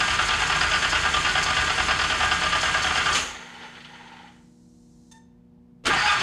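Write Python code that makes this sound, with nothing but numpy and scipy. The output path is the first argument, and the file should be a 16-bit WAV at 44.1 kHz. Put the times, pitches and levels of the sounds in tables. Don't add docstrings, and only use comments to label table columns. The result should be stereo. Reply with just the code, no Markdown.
import sys
import numpy as np
from scipy import signal
from scipy.fft import rfft, irfft, next_fast_len
from scipy.io import wavfile
from scipy.ndimage import uniform_filter1d

SR = 44100
rng = np.random.default_rng(int(sys.argv[2]) if len(sys.argv) > 2 else 0)


def materialize(psi):
    bounded = np.clip(np.atleast_2d(psi).T, -1, 1)
    quanta = np.round(bounded * 32767).astype(np.int16)
    wavfile.write(sys.argv[1], SR, quanta)


N = 274302
SIZE = next_fast_len(N + SR)
HZ, T = np.fft.rfftfreq(SIZE, 1 / SR), np.arange(N) / SR

# start in seconds, knock in dB,
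# rebound delay in seconds, rebound in dB, settling delay in seconds, settling in dB.
STROKES = [(0.003, -16.5, 0.028, -23, 0.041, -36), (0.078, -20, 0.024, -20, 0.049, -23),
           (0.187, -18, 0.021, -23.5, 0.039, -24), (0.285, -19, 0.021, -18.5, 0.048, -20),
           (0.394, -22, 0.022, -18, 0.072, -36), (0.496, -17.5, 0.025, -19.5, 0.053, -20.5),
           (0.607, -17.5, 0.022, -19, 0.058, -27), (0.713, -19, 0.021, -17.5, 0.041, -25.5),
           (0.821, -17.5, 0.022, -19, 0.054, -38), (0.922, -18, 0.026, -17, 0.041, -28),
           (1.031, -21, 0.02, -19.5, 0.05, -26.5), (1.137, -17, 0.027, -19, 0.069, -30.5),
           (1.244, -17.5, 0.018, -18.5, 0.045, -21.5), (1.351, -19, 0.025, -18, 0.061, -26.5),
           (1.459, -20, 0.02, -21, 0.041, -21), (1.566, -16.5, 0.016, -21.5, 0.045, -23),
           (1.671, -19, 0.024, -18.5, 0.037, -29), (1.776, -19, 0.021, -16, 0.042, -27.5),
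           (1.882, -17.5, 0.025, -17, 0.042, -25.5), (1.99, -18.5, 0.021, -19.5, 0.048, -21.5),
           (2.097, -19.5, 0.02, -20, 0.046, -25), (2.202, -17.5, 0.026, -18.5, 0.051, -26.5),
           (2.312, -18, 0.011, -23, 0.035, -33), (2.413, -21.5, 0.019, -20, 0.046, -21),
           (2.522, -18, 0.028, -19, 0.063, -29), (2.629, -18, 0.024, -20, 0.049, -22.5),
           (2.74, -17, 0.028, -22, 0.041, -34.5), (2.84, -19.5, 0.025, -20, 0.065, -21.5),
           (2.952, -21.5, 0.02, -18.5, 0.049, -24.5), (3.057, -19, 0.026, -19.5, 0.059, -25),
           (5.897, -20, 0.033, -26, 0.064, -23.5), (6.054, -21, 0.022, -21, 0.045, -25.5),
           (6.119, -23, 0.011, -29.5, 0.049, -28), (6.209, -20.5, 0.026, -20, 0.05, -25)]
# frequency in Hz, width in Hz, base gain over the broad sound in dB.
HOUSING = [(643, 25, 4), (743, 26, 7), (850, 35, 1), (1203, 18, 12.5), (1364, 40, 2), (1415, 16, 5),
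           (1473, 20, 10.5), (1615, 20, 11), (1684, 14, 4), (1831, 30, 2), (2045, 20, 2), (2630, 24, 3),
           (2809, 22, 3), (3200, 120, 1), (3480, 150, 1)]
# frequency in Hz, width in Hz, gain over the broad sound in dB.
FRAME = [(4500, 180, 9), (5210, 160, 5), (6970, 1180, 4.5), (6360, 60, 8), (6430, 60, 5.5),
         (8490, 28, 10.5)]
# time in seconds, base grind level in dB, rumble level in dB.
LOAD = [
    [(0.0, -23, -38.5), (3.14, -23.5, -39), (3.2, -26, -42.5), (3.26, -46.5, -56.5)],
    [(5.85, -30.5, -39), (5.862, -26.5, -36.5), (5.97, -22, -36), (6.04, -21.5, -43.5), (6.15, -23, -47),
     (6.22, -20.5, -35)],
]
# frequency in Hz, density in dB per Hz.
STEEL = [(120, -41.5), (200, -7), (1030, -6.5), (1190, 4.5), (1840, -4), (2900, 1.5), (5900, -12),
         (6570, -10), (10000, -20.5), (12000, -41.5), (14200, -37), (15500, -54)]
ENGAGE_S, SPIN_UP_S = 5.86, .35
CLATTER_S = .008


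def amp(db):
    return 10 ** (np.asarray(db) / 20)


def evened(x):
    return x / np.sqrt(np.mean(x ** 2) + 1e-20)


def read(points, hz):
    f, value = np.transpose(points)
    return np.interp(np.log(hz + 1), np.log(f + 1), value)


def level(rows, column=1):
    rows = np.array(rows)
    return amp(np.interp(T, rows[:, 0], rows[:, column], -200, -200))


def bursts(times, dbs, t60s, rise_s=0.0013, hold_s=0.):
    power, t = np.zeros(N), np.arange(SR // 2) / SR
    for s, db, t60 in zip(times, dbs, t60s * np.ones(len(times))):
        decay_db = 60 * np.maximum(t - hold_s, 0) / max(t60, .01)
        blow = amp(db - decay_db) ** 2 * (1 - np.exp(-t / rise_s))
        part = power[round(s * SR):][:len(t)]
        part += blow[:len(part)]
    return np.sqrt(power)


def uneven(db, span_s):
    wander = uniform_filter1d(rng.standard_normal(N), round(span_s * SR))
    return amp(db * evened(wander))


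def colour(points, modes=()):
    ring = 1 + sum(amp(db) / (1 + 2j * (HZ - hz) / width) for hz, width, db in modes)
    response = amp(read(points, HZ)) * ring
    return response / np.sqrt(np.mean(abs(response) ** 2))


def shaken(envelope, response, grain_db=0.):
    grain = amp(grain_db * rng.standard_normal(N // 32 + 1)).repeat(32)[:N]
    taps = rng.standard_normal((2, N)) * grain
    return irfft(rfft(evened(taps) * envelope, SIZE) * response, SIZE)[:, :N]


def tone(hz):
    turns = np.cumsum(hz * np.ones(N)) / SR
    return np.sqrt(2) * np.sin(2 * np.pi * (turns + rng.random((2, 1))))


def getting_up_to_speed(t):
    return (t > ENGAGE_S) * np.clip(1 - (t - ENGAGE_S) / SPIN_UP_S, 0, 1)


def knock_rows():
    bright_db, bright_spread_db = -2, 2.5
    cover_offset_db, cover_spread_db = -7, 3.5
    slow_dull_db = -8
    s, db, gap, rebound_db, settle_gap, settle_db = np.transpose(STROKES)
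    luck = rng.standard_normal((len(s), 6)).T
    times = np.array([s, s + gap, s + settle_gap]).ravel()
    dbs = np.array([db, rebound_db, settle_db]).ravel()
    dull_db = slow_dull_db * getting_up_to_speed(times)
    upper_db = bright_db + bright_spread_db * luck[:3].ravel() + dull_db
    cover_db = dbs + cover_offset_db + cover_spread_db * luck[3:].ravel() + dull_db
    heard = times < N / SR
    return times[heard], dbs[heard], upper_db[heard], cover_db[heard]


def housing_ring(s, db):
    ring_db, rise_db_per_s = 20, 1.2
    mode_spread_db = 3
    delay_s = 0.004003 + CLATTER_S * rng.random((len(s), 2)).T
    at = np.minimum(np.round((s + delay_s) * SR).astype(int), N - 1)
    out = np.zeros((2, N))
    for hz, width, mode_db in HOUSING:
        blows, keep = np.zeros((2, N)), np.exp(-np.pi * width / SR)
        luck_db = mode_spread_db * rng.standard_normal((len(s), 2)).T
        blow_db = db + rise_db_per_s * (s % ENGAGE_S) + 2 * mode_db + luck_db
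        np.put_along_axis(blows, at, amp(blow_db), 1)
        pole = keep * np.exp(2j * np.pi * hz / SR)
        out += 2 * signal.lfilter([1 - keep], [1, -pole], blows).real
    blunt = 1 / (1 + 1j * HZ / 3500) ** 4
    return amp(ring_db) * irfft(rfft(out, SIZE) * blunt, SIZE)[:, :N]


def gear_knocks():
    # frequency in Hz, density in dB per Hz.
    knock_spectrum = [(400, -15.5), (502, -28), (738, -2.5), (1100, -1.5), (1200, -4.5), (1280, -1),
                      (1640, -0.5), (1910, -4.5), (3100, 0), (4010, -16.5), (5400, -14.5), (7190, -20),
                      (12000, -57.5), (15600, -74.5)]
    # frequency in Hz, width in Hz, gain in dB before a common 30 dB boost.
    cover_modes = [(4414, 120, 0.5), (4974, 74, 10), (4790, 48, 9), (4820, 520, -5)]
    s, db, upper_db, cover_db = knock_rows()
    body, split = colour(knock_spectrum, HOUSING), 1 / (1 + (HZ / 2200) ** 6)
    low = bursts(s, db - upper_db / 2 - 1.5, 0.055, rise_s=0.005, hold_s=CLATTER_S)
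    high = bursts(s, db + upper_db / 2, 0.045, rise_s=0.005, hold_s=CLATTER_S)
    knocks = shaken(low, body * np.sqrt(split), grain_db=1.5)
    knocks += shaken(high, body * np.sqrt(1 - split))
    boosted = [(hz, width, d + 30) for hz, width, d in cover_modes]
    cover = colour([(2000, -27.0), (4000, 4.5), (5500, 0), (9000, -45.0)], boosted)
    knocks += shaken(bursts(s, cover_db, 0.0555, rise_s=0.0069), cover, grain_db=1.5)
    return knocks + housing_ring(s, db), low + high


def grinding(knock_envelope):
    # frequency in Hz, density in dB per Hz.
    grind_spectrum = [(280, -40), (400, -12.5), (511, -23.5), (737, -10.5), (927, 1.5), (1200, -2),
                      (1280, 3), (1630, 0), (1930, 3), (3250, -2.5), (4030, -9), (4410, -13.5), (7090, -19),
                      (10100, -25), (12500, -43.5), (15500, -42.5)]
    # time in seconds, level in dB before a common 1 dB cut.
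    whirr_levels = [
        [(0.0, -37.5), (3.07, -38), (3.2, -33.5)],
        [(5.87, -51), (5.898, -38.5), (6.22, -38.5)],
    ]
    labour = 0.11
    keep = np.exp(-1 / (0.036 * SR))
    strain = signal.lfilter([1 - keep], [1, -keep], knock_envelope)
    strain = strain + labour * getting_up_to_speed(T)
    load = sum(level(rows) for rows in LOAD)
    teeth = colour(grind_spectrum, FRAME + [(hz, width, d - 5) for hz, width, d in HOUSING])
    upper = 1 / (1 + (2600 / (HZ + 1)) ** 4)
    top = 1 / (1 + (5500 / (HZ + 1)) ** 12)
    grind = shaken((.3 + 5.5 * strain) * load, teeth * np.sqrt(1 - upper), grain_db=2.5)
    grind += shaken((0.59 + 1.1 * strain) * load, teeth * np.sqrt(upper * (1 - top)), grain_db=1.5)
    whirr = evened(abs(teeth) * np.sqrt(top))
    whirr_gain = sum(level(rows) for rows in whirr_levels) * amp(-1.0) * uneven(1.4, 0.032)
    return grind + shaken(whirr_gain, whirr, grain_db=1.5)


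def slack_rattle():
    slack_s, slack_db, spread_db = .078, -39, 6
    strokes = np.array(STROKES)[:-1, 0]
    late, size = rng.standard_normal((len(strokes), 2)).T
    times = strokes + slack_s + 0.0056 * late
    slack = bursts(times, slack_db + spread_db * size, 0.066, rise_s=0.0037, hold_s=0.014)
    bright = colour([(3000, -29.5), (4400, 5.5), (7000, 0.5), (10000, -10.5), (14000, -27.5)], FRAME)
    return shaken(slack, bright, grain_db=3.5)


def starter():
    # frequency in Hz, density in dB per Hz.
    rumble_spectrum = [(15, -30.5), (28, -7), (60, -5), (90, -5), (110, -0.5), (160, -4.5), (240, -10.5),
                       (356, -8), (420, -6), (500, -13.5), (700, -7.5), (910, -33), (1100, -69.5)]
    knocks, knock_envelope = gear_knocks()
    rumble = shaken(sum(level(rows, column=2) for rows in LOAD), colour(rumble_spectrum))
    return knocks + grinding(knock_envelope) + slack_rattle() + rumble


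def thumps():
    puffs_per_s, first_puff_s, puff_spread = 9.4, .075, 0.095
    boom_modes = [(47.0, 6), (75.2, 8.4)]
    # time in seconds, lower boom in dB, upper boom in dB.
    boom_levels = [
        [(0, -41.5, -43.5), (2.2, -47, -41), (3.22, -48, -43), (3.4, -58, -68)],
        [(5.86, -62, -54.5), (6.22, -60, -44)],
    ]
    # relative puff size, delay in seconds.
    cylinders = [(0.89, 0.0094), (0.8, .004), (0.84, 0.0056), (0.53, 0.0045), (1, 0), (0.78, 0.0037)]
    size, late = np.transpose(cylinders)
    k = np.arange(int(N / SR * puffs_per_s) - 1)
    turn = k % len(size)
    at = np.round((first_puff_s + k / puffs_per_s + late[turn]) * SR).astype(int)
    puffs = np.zeros((2, N))
    puffs[:, at] = size[turn] + puff_spread * rng.standard_normal((len(k), 2)).T
    out = np.zeros((2, N))
    for j, (hz, width) in enumerate(boom_modes):
        boom = irfft(rfft(puffs, SIZE) / (1 + 2j * (HZ - hz) / width) ** 2, SIZE)[:, :N]
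        out += evened(boom) * sum(level(rows, column=j + 1) for rows in boom_levels)
    return out


def shop():
    mains = [(119.5, -67.5), (175.5, -59), (240, -55.5), (360, -71.5), (479.6, -70.5), (599, -80.5),
             (720, -82.5)]
    drones = [(48.3, 5.4, -71), (75.7, 6, -68), (149, 6.5, -64.5), (381.5, 5.3, -85)]
    air_spectrum = [(15, -50), (30, -15), (100, -16), (220, -12), (300, -19.5), (400, -29), (600, -32.5),
                    (900, -29.5), (1150, -39), (7890, -55.5), (15000, -63)]
    out = sum(amp(db) * tone(hz) for hz, db in mains)
    white = rfft(rng.standard_normal((2, SIZE)))
    for hz, width, db in drones:
        drone = irfft(white / (1 + 2j * (HZ - hz) / width) ** 2, SIZE)[:, :N]
        out = out + amp(db) * evened(drone)
    return out + shaken(amp(-61.5), colour(air_spectrum))


def clanks():
    # start in seconds, level in dB, time to fall 60 dB in seconds.
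    blow_rows = [(3.1476, -18, 0.26), (5.8376, -49, 0.2), (5.8545, -23.5, 0.12), (5.8656, -17.5, 0.11)]
    # frequency in Hz, width in Hz, gain over the broad sound in dB.
    flywheel = [(6250, 60, 30), (6400, 60, 32), (6760, 80, 28)]
    thud_s, thud_db = [5.839, 5.878], [-39, -19.5]
    thud_spectrum = [(120, -17), (220, 0), (350, 0), (520, -0.5), (900, -44)]
    s, db, t60 = np.transpose(blow_rows)
    blows = shaken(bursts(s, db, t60, rise_s=0.0031, hold_s=0.0046), colour(STEEL), grain_db=1.5)
    thin = colour([(4000, -28.5), (6000, -3.0), (7000, 6.0), (10000, -30.5)], flywheel)
    ring = shaken(bursts(s[:1], [-32], 0.63), thin)
    thud = shaken(bursts(thud_s, thud_db, 0.1, rise_s=0.0061), colour(thud_spectrum))
    return blows + thud + ring


def coasting():
    run_down = [(3.2, -36.5), (3.358, -40.5), (3.8, -47), (4.24, -50), (4.34, -59), (4.5, -84.5)]
    whir_spectrum = [(240, -14.5), (400, -4.5), (665, -10), (830, -9), (1090, -8), (1330, -6), (1990, -2),
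                     (3810, -11), (4450, -17.5), (5490, -22), (6500, -25), (9000, -46), (11700, -59.5),
                     (19800, -120)]
    # frequency in Hz, width in Hz, base gain over the broad sound in dB.
    casing = [(830, 60, 5), (915, 60, 8), (1380, 180, 3), (1830, 26, 4), (1960, 78, 0), (3000, 60, 3),
              (3220, 50, 2), (3460, 50, 3), (4470, 240, 3), (6345, 18, 19)]
    rattles = [(3.4896, -42.5), (3.55, -37), (3.5737, -46), (3.6401, -49), (3.655, -38), (3.751, -35.5),
               (3.804, -33), (3.8456, -31), (4.076, -40), (4.126, -38.5), (4.2747, -44.5)]
    # start in seconds, level in dB.
    groans = [(3.552, -50), (3.641, -47), (3.9, -48), (3.93, -50), (3.99, -47), (4.041, -46),
              (4.075, -49.5), (4.118, -46.5), (4.183, -48.5), (4.225, -49.5), (4.274, -52)]
    whir = shaken(level(run_down) * uneven(1.6, 0.03), colour(whir_spectrum, casing), grain_db=2.0)
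    s, db = np.transpose(rattles)
    band = 1 / (1 + (HZ / 5200) ** 6) / (1 + (1600 / (HZ + 1)) ** 4)
    rattle = shaken(bursts(s, db, 0.081, rise_s=0.0067), colour(STEEL, casing) * band, grain_db=0.5)
    s, db = np.transpose(groans)
    low_modes = [(hz, width, d + 14) for hz, width, d in casing[:2]]
    low = colour([(500, -22), (870, 1), (1400, -22.5), (3000, -61)], low_modes)
    groan = shaken(bursts(s, db, .09, rise_s=.006, hold_s=0.017), low)
    return whir + rattle + groan


def pump():
    hiss_levels = [(3.2, -37.5), (3.386, -59.5), (4.492, -71.5), (5.104, -69.5), (5.11, -69)]
    hiss_spectrum = [(1180, -48), (2000, -19), (3480, -7), (4200, 2.5), (4660, -2.5), (5760, 4),
                     (6300, 2.5), (7360, -3), (7790, 2.5), (14000, -21)]
    # frequency in Hz, width in Hz, gain over the broad sound in dB.
    body_modes = [(4900, 80, -1.5), (6710, 135, 0), (7160, 49, 10.5)]
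    # start in seconds, time to fall 60 dB in seconds,
    # rise in seconds, hold in seconds, hiss level in dB.
    stops = [(5.113, 0.05, .005, .012, -53), (5.137, 0.1, .008, .034, -66)]
    # level in dB as it stops, level in dB as it rocks back.
    partials = [(-56, -58), (-64, -58), (-72, -80), (-53, -82), (-72, -84), (-61, -82), (-54, -78),
                (-62, -76), (-59, -74), (-63, -78), (-67, -80)]
    stop_spectrum = [(300, -32), (800, -3.5), (3000, -7), (5500, 3.5), (8000, -2), (11000, -17),
                     (15000, -20)]
    squeak_hz, flutter, waver_db = 903, .007, 2.5
    wander = evened(uniform_filter1d(rng.standard_normal(N), 300))
    pitch = squeak_hz * (1 + flutter * wander)
    out = shaken(level(hiss_levels), colour(hiss_spectrum, body_modes))
    out += amp(-67.5) * tone(317) * (T < stops[0][0])
    for k, (s, t60, rise_s, hold_s, hiss_db) in enumerate(stops):
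        push = bursts([s], [0], t60, rise_s=rise_s, hold_s=hold_s)
        for n, row in enumerate(partials):
            out += push * amp(row[k]) * uneven(waver_db, 0.0064) * tone((n + 1) * pitch)
        out += shaken(amp(hiss_db) * push, colour(stop_spectrum))
    return out


def squeals():
    # start in seconds, length in seconds, first pitch in Hz, last pitch in Hz, base level in dB.
    glides = [(5.92, 0.038, 768, 790, -28.5), (5.946, 0.12, 4810, 4640, -34.5),
              (6.02, 0.076, 825, 850, -25), (6.06, 0.063, 2534, 2500, -25.5),
              (6.03, 0.081, 4860, 4840, -33), (6.087, 0.024, 3680, 3580, -26),
              (6.054, 0.1, 1247, 1214, -26)]
    out = 0
    for s, length, from_hz, to_hz, db in glides:
        u = np.clip((T - s) / length, 0, 1)
        flutter = 1 + 0.02526 * evened(uniform_filter1d(rng.standard_normal(N), 150))
        pitch = (from_hz + (to_hz - from_hz) * u) * flutter
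        out = out + amp(db) * np.sin(np.pi * u) * tone(pitch)
    return out


def garage(x):
    decay_times = [(100, 0.67), (1000, 0.6), (4000, 0.55), (12000, 0.3)]
    taps = np.zeros((2, SR))
    at = np.arange(200, SR - 20, 20) + rng.integers(0, 20, (2, (SR - 201) // 20))
    np.put_along_axis(taps, at, rng.choice([-1., 1.], at.shape), 1)
    hz, t, z = signal.stft(taps, SR, nperseg=256)
    decay = amp(-60 * t / read(decay_times, hz)[:, None])
    tail = signal.istft(z * decay, SR, nperseg=256)[1]
    return signal.fftconvolve(x, tail / np.linalg.norm(tail[0]), axes=1)[:, :N]


def scene():
    # frequency in Hz, sideways against frontal pickup in dB.
    width_curve = [(60, -17.5), (120, -20.5), (240, -16), (480, -15.5), (950, -3.5), (1890, -3.5),
                   (3770, -11), (7520, 0), (15000, 0.5)]
    # frequency in Hz, share of the sideways sound that is frontal sound a quarter turn ahead.
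    ahead_curve = [(200, -.2), (500, .15), (870, .5), (1250, .4), (1500, 0)]
    car = starter() + squeals() + clanks() + coasting() + pump()
    front, side = rfft(car + amp(-9.0) * garage(car) + thumps() + shop(), SIZE)
    ahead = np.clip(read(ahead_curve, HZ), -1, 1)
    side = np.sqrt(1 - ahead ** 2) * side + 1j * ahead * front
    side = side * amp(read(width_curve, HZ))
    return irfft(np.array([front + side, front - side]), SIZE)[:, :N]


def record(dry):
    lean_curve = [(60, -2.7), (150, 0.5), (380, -2.6), (950, -1), (2380, -0.5), (5980, -0.5), (7750, -4.5),
                  (10300, 2.5), (15000, 2)]
    lean = amp(read(lean_curve, HZ) / 2)
    ports = irfft(rfft(dry, SIZE) * np.array([lean, 1 / lean]), SIZE)[:, :N]
    ports = .55 * np.tanh(ports / .55)
    edge = np.clip((15650 - HZ) / 200, 0, 1) ** 2
    return irfft(rfft(ports, SIZE) * edge, SIZE)[:, :N]


dry = scene()
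out = record(dry)
materialize(out)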